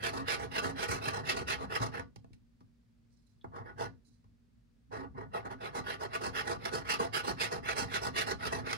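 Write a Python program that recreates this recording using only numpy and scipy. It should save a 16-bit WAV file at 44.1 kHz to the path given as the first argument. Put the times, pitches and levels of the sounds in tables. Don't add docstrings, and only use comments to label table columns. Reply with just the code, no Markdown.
import sys
import numpy as np
from scipy import signal
from scipy.fft import rfft, irfft
from scipy.io import wavfile
from scipy.ndimage import uniform_filter1d

SR = 44100
rng = np.random.default_rng(int(sys.argv[2]) if len(sys.argv) > 2 else 0)


def store_wav(level_fs):
    pcm = np.round(np.clip(np.atleast_2d(level_fs), -1, 1) * 32767)
    wavfile.write(sys.argv[1], SR, pcm.T.astype(np.int16))


N = 386757
TIME = np.arange(N) / SR
BODY_TAPS = 8192


def from_db(db):
    return 10 ** (np.asarray(db) / 20)


def unit(x):
    return x / np.sqrt(np.mean(x ** 2) + 1e-20)


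def steadied(x, count):
    power = uniform_filter1d(np.mean(x ** 2, axis=0), count)
    return x / np.sqrt(np.abs(power) + 1e-12)


def read(points, hz):
    f, *columns = np.transpose(points)
    return np.array([np.interp(np.log(hz + 1), np.log(f + 1), c) for c in columns])


def waver(rate_hz):
    hz = np.fft.rfftfreq(N, 1 / SR)
    spectrum = rfft(rng.standard_normal(N)) / (1 + (hz / rate_hz) ** 4)
    return unit(irfft(spectrum, N))


def narrow_noise(hz, width_hz):
    r = np.exp(-1.5 * np.pi * width_hz / SR)
    a, b = signal.lfilter([1], [1, -2 * r, r * r], rng.standard_normal((2, N)))
    return (unit(a) + 1j * unit(b)) * np.exp(2j * np.pi * hz * TIME)


def speed(start, end, fastest):
    u = np.arange(int((end - start) * SR)) / SR / (end - start)
    fastest = np.clip(fastest, .05, .95)
    return np.sin(np.pi / 2 * np.minimum(u / fastest, (1 - u) / (1 - fastest)))


GLIDE_GRIP, DIG_IN_S = 0.65, .01


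def strokes(rows, effort_law, speed_law):
    out = np.zeros(N + 2 * SR)
    for start, end, effort_db, fastest, glide_s in rows:
        motion = speed(start, end, fastest)
        grip = np.interp(TIME[:len(motion)], [glide_s, glide_s + DIG_IN_S], [GLIDE_GRIP, 1])
        stroke = from_db(effort_law * effort_db) * (grip * motion) ** speed_law
        out[SR + int(start * SR):][:len(motion)] += stroke
    return out[SR:SR + N]


def jolts(rows, rise_s):
    out = np.zeros(N)
    for s, decay, gain in rows:
        span = slice(int(s * SR), int(s * SR) + SR // 2)
        age = np.maximum(TIME[span] - s, 0)
        out[span] += gain * np.minimum(age / rise_s, 1) * np.exp(-age / decay)
    return out


def knocks(rows, contact_s=0.002):
    out = np.zeros(N)
    for s, decay, gain in rows:
        out[int(s * SR) + 30] = gain * np.sqrt(min(decay, contact_s) * SR / 2)
    return out


# f/Hz, relative level/dB per Hz
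HISS_COLOUR = [(15, -63), (25, -20.5), (43, 0), (64, -5), (80, -16.5), (114, -13), (190, -12), (240, -9),
               (300, -23), (420, -26), (775, -35.5), (1700, -35.5), (3000, -40), (4700, -39.5),
               (7000, -45.5), (11000, -50), (13000, -54.5), (16000, -51)]
HISS_DB = -68.5
# f/Hz, width/Hz, level/dB
DRONE = [(55, 7.8, -74.5), (114.3, 24, -73.5), (158.5, 12, -82.5)]
HUM_HZ, HUM_DB = 236, -73.5


def background():
    hz = np.fft.rfftfreq(N, 1 / SR)
    mid, side = rfft(rng.standard_normal((2, N))) * from_db(read(HISS_COLOUR, hz))
    side = side * from_db(read([(100, -1.6), (600, 1), (5000, -1.5)], hz)[0])
    hiss = irfft(np.array([mid + side, mid - side]), N)
    drone = sum(from_db(db) * narrow_noise(f, width).real for f, width, db in DRONE)
    turns = np.cumsum(HUM_HZ + 1.5 * waver(4.4)) / SR
    hum = from_db(HUM_DB) * np.sqrt(2) * np.sin(2 * np.pi * turns)
    return from_db(HISS_DB) * unit(hiss) + drone + hum


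# f/Hz, t60/s
ROOM_DECAY = [(100, 0.67), (400, 0.18), (1500, 0.18), (5000, 0.2), (14000, 0.11)]


def room(x):
    count = SR // 2
    signs = rng.choice([-1., 1.], (2, count))
    hits = rng.random((2, count)) < 3000 / SR
    taps = signs * hits * (TIME[:count] > .004)
    hz, t, z = signal.stft(taps, SR, nperseg=256)
    tail = signal.istft(z * from_db(-60 * t / read(ROOM_DECAY, hz).T), SR, nperseg=256)[1]
    tail /= np.linalg.norm(tail, axis=1, keepdims=True)
    return signal.oaconvolve(x, tail, axes=1)[:, :N]


# start t/s, end t/s, effort/dB,
# share of the stroke at which it is fastest, glide before it digs in/s
PUSHES = [(-0.027, 0.126, 1.5, 0.61, 0.049), (0.233, 0.396, 3, 0.45, 0.037),
          (0.462, 0.626, -2.0, 0.73, 0.045), (0.713, 0.878, -1, 0.78, 0.042),
          (0.971, 1.133, -2, 0.58, 0.037), (1.225, 1.365, 3.5, 0.45, 0.061),
          (1.444, 1.585, 1.5, 0.41, 0.023), (1.649, 1.791, -3, 0.85, 0.045),
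          (1.889, 2.051, -7.5, 0.46, 0.027), (3.613, 3.748, -17, 0.49, 0.035),
          (5.298, 5.431, -7.5, 0.49, 0.032), (5.555, 5.715, -6, 0.68, 0.047),
          (5.81, 5.987, -3.0, 0.57, 0.026), (6.073, 6.194, -2.5, 0.68, 0.053),
          (6.31, 6.444, 0.5, 0.64, 0.0095), (6.562, 6.698, -4.5, 0.98, 0.017),
          (6.823, 6.987, 3.5, 0.55, 0.064), (7.106, 7.243, 3, 0.39, 0.018), (7.35, 7.507, 3, 0.45, 0.042),
          (7.607, 7.752, 0.5, 0.74, 0.006), (7.85, 8.019, 2, 0.55, 0.079), (8.113, 8.271, 3.0, 0.47, 0.043),
          (8.357, 8.505, -1.5, 0.8, 0.023), (8.61, 8.776, -2.0, 0.61, 0.04)]
PULLS = [(0.091, 0.27, -2.5, 0.35, 0.033), (0.346, 0.504, -3, 0.45, 0.038), (0.605, 0.763, 0, 0.15, 0.022),
         (0.856, 1.03, 3, 0.26, 0.022), (1.101, 1.261, -2, 0.25, 0.027), (1.328, 1.464, 0, 0.22, 0.03),
         (1.534, 1.682, -6, 0.65, 0.041), (1.793, 1.921, 1, 0.08, 0.015), (3.501, 3.651, -11, 0.37, 0.05),
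         (3.747, 3.907, -3, 0.41, 0.025), (4.901, 5.113, -8, 0.15, 0.0069),
         (5.127, 5.296, -13, 0.36, 0.041), (5.407, 5.492, -8, 0.72, 0.039),
         (5.469, 5.566, -6.5, 0.53, 0.03), (5.697, 5.839, -2.0, 0.52, 0.046),
         (5.973, 6.094, -3, 0.46, 0.011), (6.158, 6.333, -1.0, 0.57, 0.045),
         (6.408, 6.591, -1.5, 0.55, 0.021), (6.702, 6.862, 1.0, 0.13, 0.02),
         (6.961, 7.107, 0.5, 0.37, 0.023), (7.207, 7.354, 0.5, 0.49, 0.025), (7.496, 7.628, -1, 0.1, 0.013),
         (7.736, 7.893, 3.5, 0.32, 0.01), (7.986, 8.125, 1, 0.48, 0.023), (8.228, 8.369, 1, 0.48, 0.03),
         (8.497, 8.658, 0, 0.14, 0.022)]
# t/s, level/dB
HAND_WEIGHT = [
    [(0, -47), (0.45, -48), (0.9, -48.5), (1.3, -46.0), (1.65, -47), (2.0, -49), (2.13, -73)],
    [(3.5, -54.5), (3.7, -59.5), (3.85, -48), (4.0, -60)],
    [(4.89, -55.5), (4.98, -51.5), (5.5, -52), (6.1, -52.5), (6.8, -49), (7.4, -49), (8.1, -47),
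     (8.77, -47)],
]
# t/s, level/dB
THUMPS = [(0.649, -39), (0.889, -36), (1.07, -41), (1.804, -32), (1.996, -45.5), (2.163, -49), (2.241, -59),
          (2.305, -52), (2.61, -56.5), (3.446, -44.5), (3.599, -45), (3.799, -48.5), (4.08, -61.5),
          (4.245, -59), (5.15, -46), (5.777, -42), (6.27, -43), (7.044, -54), (7.31, -43), (7.82, -39),
          (8.08, -53), (8.452, -40), (8.554, -45), (8.6, -44)]
THUMP_RISE_S, THUMP_DECAY_S = 0.0027, .05
# f/Hz, width/Hz, relative level/dB, left minus right/dB, left lead/rad
TABLE_MODES = [(64.7, 18, -5.5, 5, 0.91), (107.4, 18, 1.5, 0.5, -1.3), (143, 35, -3, -1, -1.7),
               (187.3, 93, -7, 5.5, 0.67), (260.8, 15, -2.5, -1, -1.73)]
ROCK_REST, ROCK_PUSH, ROCK_PULL, ROCK_LAG_S = 0.73, .15, .55, 0.027
UNLIKE_AT_PORTS = .65


def table():
    weight = np.zeros(N)
    for spell in HAND_WEIGHT:
        t, db = np.transpose(spell)
        weight += np.interp(TIME, t, from_db(db), left=0, right=0)
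    weight = uniform_filter1d(weight, size=1500)
    rock = ROCK_REST + ROCK_PUSH * strokes(PUSHES, 0, 1) + ROCK_PULL * strokes(PULLS, 0, 1)
    rocking = weight * np.interp(TIME - ROCK_LAG_S, TIME, rock)
    thumps = jolts([(s, THUMP_DECAY_S, from_db(db)) for s, db in THUMPS], THUMP_RISE_S)
    sides, shake = np.array([[.5], [-.5]]), 0
    for hz, width, db, pan_db, lead in TABLE_MODES:
        ring = narrow_noise(hz, width) + UNLIKE_AT_PORTS * sides * narrow_noise(hz, width)
        shake = shake + (from_db(db + sides * pan_db) * np.exp(1j * sides * lead) * ring).real
    return np.hypot(rocking, thumps) * steadied(shake, count=2400)


# start t/s, end t/s, f/Hz, level at the right port/dB
GROANS = [(0.107, 0.282, 276, -42), (0.618, 0.806, 272, -43), (1.8, 1.92, 255, -56),
          (4.944, 5.11, 270, -46.5), (5.15, 5.31, 271, -61)]


def groans():
    out, sway = np.zeros((2, N)), np.cumsum(5 * waver(25)) / SR
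    for start, end, hz, db in GROANS:
        span = slice(int(start * SR), int(end * SR))
        phase = 2 * np.pi * (hz * TIME[span] + sway[span])
        swell = from_db(db) * np.sqrt(2) * signal.windows.tukey(len(phase), .7)
        out[:, span] += swell * np.array([0.5 * np.sin(phase), np.cos(phase)])
    return out


def clink(s=3.412, hz=3450, width_hz=260, decay_s=0.008, db=-59):
    age = np.maximum(TIME - s, 0)
    ring = np.cos(np.angle(narrow_noise(hz, width_hz)))
    ping = from_db(db) * np.minimum(age / 0.00067, 1) * np.exp(-age / decay_s) * ring
    return ping * from_db([[-2], [0]])


def causal(db):
    cepstrum = irfft(np.log(from_db(np.maximum(db, -100))))
    cepstrum[:, 1:BODY_TAPS // 2] *= 2
    cepstrum[:, BODY_TAPS // 2 + 1:] = 0
    return np.exp(rfft(cepstrum))


# f/Hz, width/Hz, lift at left port/dB, lift at right port/dB
BODY_MODES = [(376.8, 71, -12, 8), (465, 44, 8, 7), (570, 320, 0.5, 1.5), (690, 120, 14.5, 8),
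              (839, 88, 1, 11), (930, 43, 12.5, 6.5), (1068, 190, 14, 3), (1167, 80, 14, 8),
              (1264, 46, 11.5, 0), (1436.5, 110, 8, 5.5), (1464.8, 29, 9, 6.5), (1724, 140, 0, 11.5),
              (1882, 330, 13.5, 3), (2150, 120, -1.5, 8), (2310, 25, -14.5, 7), (2653, 121, 11.5, 4),
              (2830, 370, -2.5, 9), (3115, 120, -1.5, -13), (3176, 110, 4.5, 14.5), (4064, 276, -18.5, 9.5),
              (4417, 190, 24.5, 0.5), (4630, 550, -5, -5), (4760, 900, -10, 3.5), (5590, 160, 6.5, -3.5)]
# f/Hz, left relative level/dB, right relative level/dB
BODY_COLOUR = [(147, 0.5, 0), (300, 4, 0.5), (1000, -11, -2), (1930, 2, 4), (2980, -8, -9.5),
               (4860, -13, -5), (6050, -27.5, -14), (8500, -11, -9.5), (10250, -5.5, -8.5),
               (12960, -31, -23.5), (12800, -19.5, -32), (16000, -36.5, -29)]
# f/Hz, phase/rad
PORT_PHASE = [(30, 0), (100, -1.1), (400, -1.3), (560, -2.6), (1250, -3.3), (1500, -4.3), (1750, -4.3),
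              (2000, -5.7), (2300, -7.6), (2650, -6.8), (3200, -9), (5500, -15.6), (8800, -20.9),
              (10500, -16.8), (12000, -15.8), (13500, -15.6), (14500, -12.6)]


def body(colour):
    hz = np.fft.rfftfreq(BODY_TAPS, 1 / SR)
    db = read(BODY_COLOUR, hz) + read(colour, hz)
    for mode_hz, width_hz, left_db, right_db in BODY_MODES:
        db = db + np.array([[left_db], [right_db]]) / (1 + (2 * (hz - mode_hz) / width_hz) ** 2)
    spectrum = causal(db) * np.exp(.5j * read(PORT_PHASE, hz) * np.array([[1], [-1]]))
    centred = np.roll(irfft(spectrum), BODY_TAPS // 2, axis=1)
    return unit(centred) / np.sqrt(BODY_TAPS)


# t/s, strength/dB
CATCHES = [(0.036, 2), (0.281, 3), (0.58, 4.5), (0.642, 3), (0.827, 3.5), (0.889, -5), (1.081, 5),
           (1.479, -7), (1.752, 3), (1.817, -5.5), (4.916, -25), (6.141, -1), (6.216, -13), (6.652, 3),
           (7.41, -14), (7.687, 6), (7.765, -2.5), (7.932, -12), (8.27, -11), (8.452, 7.5), (8.728, 6)]
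CATCH_RISE_S, CATCH_DECAY_S, CATCH_HARDNESS = .001, 0.014, .3
# t/s, decay time/s, dull knock level/dB, bright click level/dB
TAPS_ON_CARD = [(0.646, .015, -28.5, -43), (1.817, 0.0081, -35, -53), (1.995, 0.0041, -23, -47.5),
                (2.16, 0.003, -43.5, -53), (2.244, .003, -46.5, -68), (2.332, .008, -68, -63.5),
                (2.606, 0.007, -53, -72.5), (3.443, 0.005, -26.5, -67), (3.809, 0.0052, -24, -44),
                (4.242, .006, -60, -77.5), (5.347, 0.032, -31.5, -65), (6.496, 0.0066, -28, -49.5),
                (6.998, 0.023, -24.5, -62)]
TAP_RISE_S, TAP_HARDNESS = .0005, 0.45
TAP_SHARES = {"drag": (0.71, 0), "rasp": (0.12, 0.33), "bite": (0, 1), "fizz": (0, 1)}
RESPONSE = {"drag": (-39, -36.5, -38.5, 0.57, 1.76), "rasp": (-37.5, -41, -35.5, 0.96, 2),
            "bite": (-38.5, -47, -39.5, 1.68, 2.7), "fizz": (-45.5, -44.5, -44, 2.27, 3.5)}


def pressure(voice):
    push_db, pull_db, catch_db, effort_law, speed_law = RESPONSE[voice]
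    knock_share, click_share = TAP_SHARES[voice]
    pushing = from_db(push_db) * strokes(PUSHES, effort_law, speed_law)
    pulling = from_db(pull_db) * strokes(PULLS, effort_law, speed_law)
    caught = [(s, CATCH_DECAY_S, from_db(catch_db + db)) for s, db in CATCHES]
    tapped = [(s, decay, knock_share * from_db(knock_db) + click_share * from_db(click_db))
              for s, decay, knock_db, click_db in TAPS_ON_CARD]
    catching, tapping = jolts(caught, CATCH_RISE_S), jolts(tapped, TAP_RISE_S)
    strength = np.sqrt((pushing + pulling) ** 2 + catching ** 2 + tapping ** 2)
    blows = CATCH_HARDNESS * knocks(caught) + TAP_HARDNESS * knocks(tapped)
    return strength, blows


def slips(rate_hz, jitter, release):
    turns = np.cumsum(rate_hz * np.exp(jitter * waver(90))) / SR
    return unit(np.exp(-(turns % 1) / release))


def friction(colour, strength, blows, chatter, share, patchy_db, grain_db, likeness):
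    slip, patches = chatter
    sizes = np.minimum(rng.exponential(1, N), 6)
    grains = rng.standard_normal((2, N)) * from_db(grain_db * sizes)
    grains[1] = likeness * grains[0] + np.sqrt(1 - likeness ** 2) * grains[1]
    bursts = steadied(grains * (1 - share + share * slip), count=300)
    drive = bursts * unit(from_db(patchy_db * patches))
    rung = signal.oaconvolve(drive * strength + blows, body(colour), axes=1)
    return rung[:, BODY_TAPS // 2:][:, :N]


# f/Hz, relative level/dB
DRAG = [(60, -35.5), (160, -6), (260, -6), (400, 1), (1050, -3.5), (1400, -13.5), (2200, -43),
        (5000, -98.5)]
RASP = [(300, -48), (900, -14.5), (1270, 2), (2050, -8), (2450, -17.5), (3500, -25), (12000, -65.5)]
BITE = [(600, -58.5), (1850, -16.5), (2350, -2), (3500, 3), (4100, -5.5), (5300, 2), (7700, -26),
        (10000, -11), (12500, -3)]
FIZZ = [(800, -66.5), (3000, -24.5), (3900, 0), (6000, 11.5), (8000, -1.5), (10000, -4.5), (16000, 6)]
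# t/s, level/dB
BRUSHES = [(3.1, -78), (3.159, -78), (3.26, -78), (4.045, -68.5)]
BRUSH_RISE_S, BRUSH_DECAY_S = .015, .06


def coin():
    chatter = slips(rate_hz=480, jitter=.3, release=0.52), waver(60)
    fizz, fizz_blows = pressure("fizz")
    brush = jolts([(s, BRUSH_DECAY_S, from_db(db)) for s, db in BRUSHES], BRUSH_RISE_S)
    return (friction(DRAG, *pressure("drag"), chatter, share=0.15, patchy_db=2.04, grain_db=1, likeness=0.96),
            friction(RASP, *pressure("rasp"), chatter, share=0.31, patchy_db=2.1, grain_db=2.26, likeness=1.0),
            friction(BITE, *pressure("bite"), chatter, share=0.33, patchy_db=1.4, grain_db=3.9, likeness=0.5),
            friction(FIZZ, fizz + brush, fizz_blows, chatter,
                     share=0.46, patchy_db=2.6, grain_db=0.6, likeness=0.66))


def wander(x, depth_db):
    hz, t, z = signal.stft(x, SR, nperseg=512, noverlap=384)
    patches = rng.standard_normal((len(t), len(hz))).T
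    patches = uniform_filter1d(patches, size=22, axis=1)
    patches = uniform_filter1d(patches, size=10, axis=1)
    patches = unit(uniform_filter1d(patches, size=3, axis=0))
    patches = np.minimum(patches, 1)
    gain = from_db(depth_db * np.clip(hz / 2500, .2, 1)[:, None] * patches)
    gain /= np.sqrt(np.mean(gain ** 2, axis=1, keepdims=True))
    return signal.istft(z * gain, SR, nperseg=512, noverlap=384)[1][:, :N]


def scene():
    scratch, ping = sum(coin()), clink()
    echo = room(from_db(-11.5) * (scratch + ping))
    return background() + table() + groans() + echo + ping + wander(scratch, depth_db=6.0)


def record(dry):
    dry = signal.sosfilt(signal.butter(3, 36, "highpass", fs=SR, output="sos"), dry)
    band_limit = signal.firwin(511, 15900, window=("kaiser", 9), fs=SR)
    return signal.oaconvolve(dry, band_limit[None], "same")


dry = scene()
out = record(dry)
store_wav(out)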